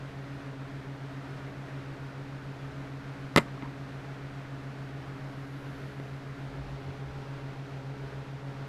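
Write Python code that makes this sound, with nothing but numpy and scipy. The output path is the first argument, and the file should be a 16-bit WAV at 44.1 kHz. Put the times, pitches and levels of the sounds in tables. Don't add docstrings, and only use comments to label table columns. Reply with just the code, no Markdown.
import sys
import numpy as np
from scipy import signal
from scipy.fft import rfft, irfft, next_fast_len
from scipy.io import wavfile

SR = 44100
rng = np.random.default_rng(int(sys.argv[2]) if len(sys.argv) > 2 else 0)


def to_wav(s):
    ch = np.atleast_2d(s).T
    pcm = np.round(np.clip(ch, -1, 1) * 32767)
    wavfile.write(sys.argv[1], SR, pcm.astype(np.int16))


N = 382788

# frequency in Hz, seconds it takes to fade by 60 dB.
ROOM_FADE = [(100, 0.4), (1000, 0.15), (4000, 0.17), (14000, 0.2)]
# frequency in Hz, level in dB per Hz.
HISS_TONE = [(8500, -135), (10100, -111.5), (13000, -114.5), (15000, -128)]
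# frequency in Hz, level in dB per Hz.
WHIRR_TONE = [(10, -70), (28, -70.5), (45, -76.5), (110, -76.5), (230, -79), (430, -80.5), (1000, -83),
              (1500, -81.5), (2100, -86.5), (3000, -93), (4200, -96.5), (6200, -104.5), (8500, -111),
              (12500, -116.5), (15000, -123)]
# frequency in Hz, change in dB.
WHIRR_CHANGE = [(700, -.5), (900, 0.5), (1150, -0.2), (1700, -1.5), (2500, 0), (5000, .5), (8500, -0.5)]
# pitch in Hz, width in Hz, boost in dB.
FRAME_PEAKS = [(72, 9.4, 7), (190, 32, 7), (257, 18, 4), (328, 24, 5.5), (405, 48, 5), (490, 32, 4),
               (571, 8.4, 5.5), (630, 14, 6.5), (690, 26, 6), (823, 9, 3.5)]
# middle in seconds, peak level in dB, pitch in Hz, half-length in seconds.
THUDS = [(3.634, -30.5, 262, 0.0055), (3.66, -47, 55, 0.031), (6.52, -43, 52, .035),
         (6.61, -38, 62.2, .035), (6.665, -41, 46, .035), (6.73, -41, 56, .035), (6.885, -40, 88.3, .035),
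         (7.08, -43, 64, 0.054), (8.06, -45.5, 56, .035)]
# middle in seconds, level in dB, half-length in seconds.
RATTLES = [(3.473, -47, 0.007), (3.58, -48, 0.0045), (3.635, -40, 0.0041), (3.659, -46.5, 0.015)]
# start in seconds, dull push in dB,
# ring in dB, crack in dB, frequency in Hz above which the blow loses its treble.
BLOWS = [(3.3616, -6.5, -1.5, -9, 11000), (3.374, -5.7, -8.5, -11.6, 14300), (3.3778, -30, -5, -16.3, 4200),
         (3.3808, -6.8, -8, -18, 8500), (3.3828, -34, -16.5, -21, 12900), (3.3859, -13, -8.5, -28.4, 4000),
         (3.3975, -37, -25.7, -35, 2900), (3.6235, -30, -23, -40, 1900), (5.9998, -32, -31, -37, 2500)]
# pitch in Hz, level in dB, seconds it takes to fade by 60 dB.
HOUSING_NOTES = [(230, -20.5, .09), (411, -33, .05), (556, -25.5, .043), (720, -29, .03), (950, -25, .06),
                 (1075, -21.5, .075), (1280, -16.5, .041), (1546, -29, .026), (1904, -23.5, .041),
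                 (2056, -11.5, .022), (2366, -23, .02), (2696, -25, .02), (3600, -27, .019),
                 (4700, -27.5, .02), (5222, -42, .051), (7424, -31, .019), (10440, -24, .011),
                 (13355, -34, .014)]
# frequency in Hz, relative level in dB.
CRACK_TONE = [(100.0, -1), (1100.0, 5), (1650.0, 0.5), (2200.0, -2.2), (3300.0, -23), (5000.0, -14),
              (5900.0, -26), (7500.0, -13), (9500.0, -24), (15000.0, -25)]
# time in seconds, first motor's pitch in Hz, second motor's pitch in Hz.
MOTOR_PITCHES = [(0, 134.15, 141.05), (1, 134.13, 141.3), (1.8, 134.33, 141.2), (2.7, 134.36, 140.94),
                 (3.7, 134.2, 141.22), (5, 134.33, 141.3), (5.8, 134.66, 141.28), (7, 134.33, 141.22),
                 (8.7, 134.19, 141.15)]
# multiple of the motor's pitch, first motor's level in dB,
# second motor's level in dB. Levels are relative to that motor's lowest tone.
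MOTOR_OVERTONES = [(2, -10.3, -5), (3, -22.5, -15.5), (4, -30, -21), (5, -30, -27), (6, -26, -29),
                   (7, -28, -33), (10, -32, -38)]


def gain_of(db):
    return 10 ** (np.asarray(db) / 20)


def evened(x):
    return x / np.sqrt(np.mean(x ** 2) + 1e-20)


def read(points, hz):
    f, value = np.transpose(points)
    return np.interp(np.log(hz + 1), np.log(f + 1), value)


def add(mix, start_s, sound):
    part = mix[round(start_s * SR):][:len(sound)]
    part += sound[:len(part)]


def noise(colour_db):
    size = next_fast_len(N)
    hz = np.fft.rfftfreq(size, 1 / SR)
    spectrum = rfft(rng.standard_normal(size)) * gain_of(colour_db(hz))
    return irfft(spectrum, size)[:N] * np.sqrt(SR / 2)


def noise_band(centre_hz, half_width_hz):
    return noise(lambda hz: -10 * np.log10(1 + ((hz - centre_hz) / half_width_hz) ** 4))


def waver(rate_hz):
    return evened(noise(lambda hz: -20 * np.log10(1 + (hz / rate_hz) ** 2)))


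def swell(middle_s, half_s):
    return np.exp(-((np.arange(N) / SR - middle_s) / half_s) ** 2)


def strain(start_s=6.36, takes_s=0.33):
    return np.clip((np.arange(N) / SR - start_s) / takes_s, 0, 1)


def room(sound, delay_s=0.008):
    hz, t, spectrum = signal.stft(rng.standard_normal(SR // 2), SR, nperseg=256)
    fade = gain_of(-60 * t / read(ROOM_FADE, hz)[:, None]) * (t > delay_s)
    tail = signal.istft(spectrum * fade, SR, nperseg=256)[1]
    return signal.fftconvolve(sound, tail / np.linalg.norm(tail))[:N]


def hiss():
    return noise(lambda hz: read(HISS_TONE, hz)) * swell(middle_s=5.7, half_s=0.5)


def mains_hum(hz=120.02, level_db=-59.5):
    return gain_of(level_db) * np.sqrt(2) * np.sin(2 * np.pi * hz * np.arange(N) / SR)


def whirr(flicker_db=0.45):
    def colour_db(hz):
        boost_db = sum(db / (1 + (2 * (hz - f) / width) ** 2) for f, width, db in FRAME_PEAKS)
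        return read(WHIRR_TONE, hz) + boost_db
    effort = strain()
    upright = noise(colour_db)
    tipped = noise(lambda hz: colour_db(hz) + read(WHIRR_CHANGE, hz))
    blend = np.sqrt(1 - effort) * upright + np.sqrt(effort) * tipped
    return blend * gain_of(flicker_db * waver(4.3))


def soft_thuds():
    t = np.arange(N) / SR
    out = np.zeros(N)
    for middle_s, db, hz, half_s in THUDS:
        out += gain_of(db) * swell(middle_s, half_s) * np.sin(2 * np.pi * (hz * t + rng.random()))
    return out


def joint_rattle():
    buzz = evened(noise_band(centre_hz=1030, half_width_hz=130))
    return buzz * sum(gain_of(db) * swell(middle_s, half_s) for middle_s, db, half_s in RATTLES)


def housing_ring(t, snap_s, snap_hz=3000, snap_db=-6):
    snap_shape = np.exp(-(2 * (t - snap_s) / snap_s) ** 2)
    snap = gain_of(snap_db) * np.cos(2 * np.pi * snap_hz * (t - snap_s)) * snap_shape
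    after = np.maximum(t - snap_s, 0)
    notes = sum(gain_of(db - 60 * after / fade_s) * np.sin(2 * np.pi * hz * after)
                for hz, db, fade_s in HOUSING_NOTES)
    return snap - notes


def knocks(snap_s=0.0003, push_s=0.0005, push_lag_s=0.00025, push_db=6,
           crack_s=0.0009, chatter_db=-17, chatter_s=0.016, give_hz=55):
    t = np.arange(SR // 4) / SR
    hz = np.fft.rfftfreq(2 * len(t), 1 / SR)
    push_age = np.maximum(t - snap_s - push_lag_s, 0) / push_s
    push = -gain_of(push_db) * push_age * (2 - push_age) * np.exp(-push_age)
    ring = housing_ring(t, snap_s)
    crack_fade = np.exp(-t / crack_s) + gain_of(chatter_db) * np.exp(-t / chatter_s)
    out = np.zeros(N)
    for start_s, dull_db, ring_db, crack_db, bright_hz in BLOWS:
        spectrum = rfft(rng.standard_normal(2 * len(t))) * gain_of(read(CRACK_TONE, hz))
        crack = crack_fade * evened(irfft(spectrum))[:len(t)]
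        blow = gain_of(dull_db) * push + gain_of(ring_db) * ring + gain_of(crack_db) * crack
        add(out, start_s, signal.lfilter(*signal.butter(2, bright_hz, fs=SR), blow))
    return signal.lfilter(*signal.butter(2, give_hz, "highpass", fs=SR), out)


def motors(levels_db=(-43.2, -48.3), in_step_s=0.05, jitter_turns=0.012, flutter_db=0.7, fade_db=2.2,
           strain_hum_db=1.1, strain_buzz_db=5, octave_trade=0.68, rasp_db_per_hz=-84, rasp_growth=1.1):
    effort = strain()
    buzz_db = strain_buzz_db * effort
    out = noise_band(centre_hz=413, half_width_hz=41) * gain_of(rasp_db_per_hz + rasp_growth * buzz_db)
    times, *pitches = np.transpose(MOTOR_PITCHES)
    for motor, (hz, level_db) in enumerate(zip(pitches, levels_db)):
        turns = np.cumsum(np.interp(np.arange(N) / SR, times, hz)) / SR
        turns -= turns[round(in_step_s * SR)]
        turns += jitter_turns * waver(9.2)
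        hum = np.cos(2 * np.pi * turns)
        for multiple, *overtone_db in MOTOR_OVERTONES:
            strain_db = buzz_db if multiple > 2 else -octave_trade * buzz_db
            strength = gain_of(overtone_db[motor] + strain_db + fade_db * waver(7))
            hum += strength * np.cos(2 * np.pi * multiple * turns)
        out += gain_of(level_db + strain_hum_db * effort + flutter_db * waver(6.3)) * np.sqrt(2) * hum
    return out


def scene(room_db=-25):
    clack = knocks() + joint_rattle()
    close = motors() + whirr() + mains_hum() + hiss() + soft_thuds() + clack
    return (close + gain_of(room_db) * room(clack))[None]


def record(dry, low_cut_hz=35, high_cut_hz=15300):
    heard = signal.sosfilt(signal.butter(1, low_cut_hz, "highpass", fs=SR, output="sos"), dry)
    low_pass = signal.firwin(127, high_cut_hz, window=("kaiser", 9), fs=SR)
    return signal.oaconvolve(np.clip(heard, -1, 1), low_pass[None], "same")


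dry = scene()
out = record(dry)
to_wav(out)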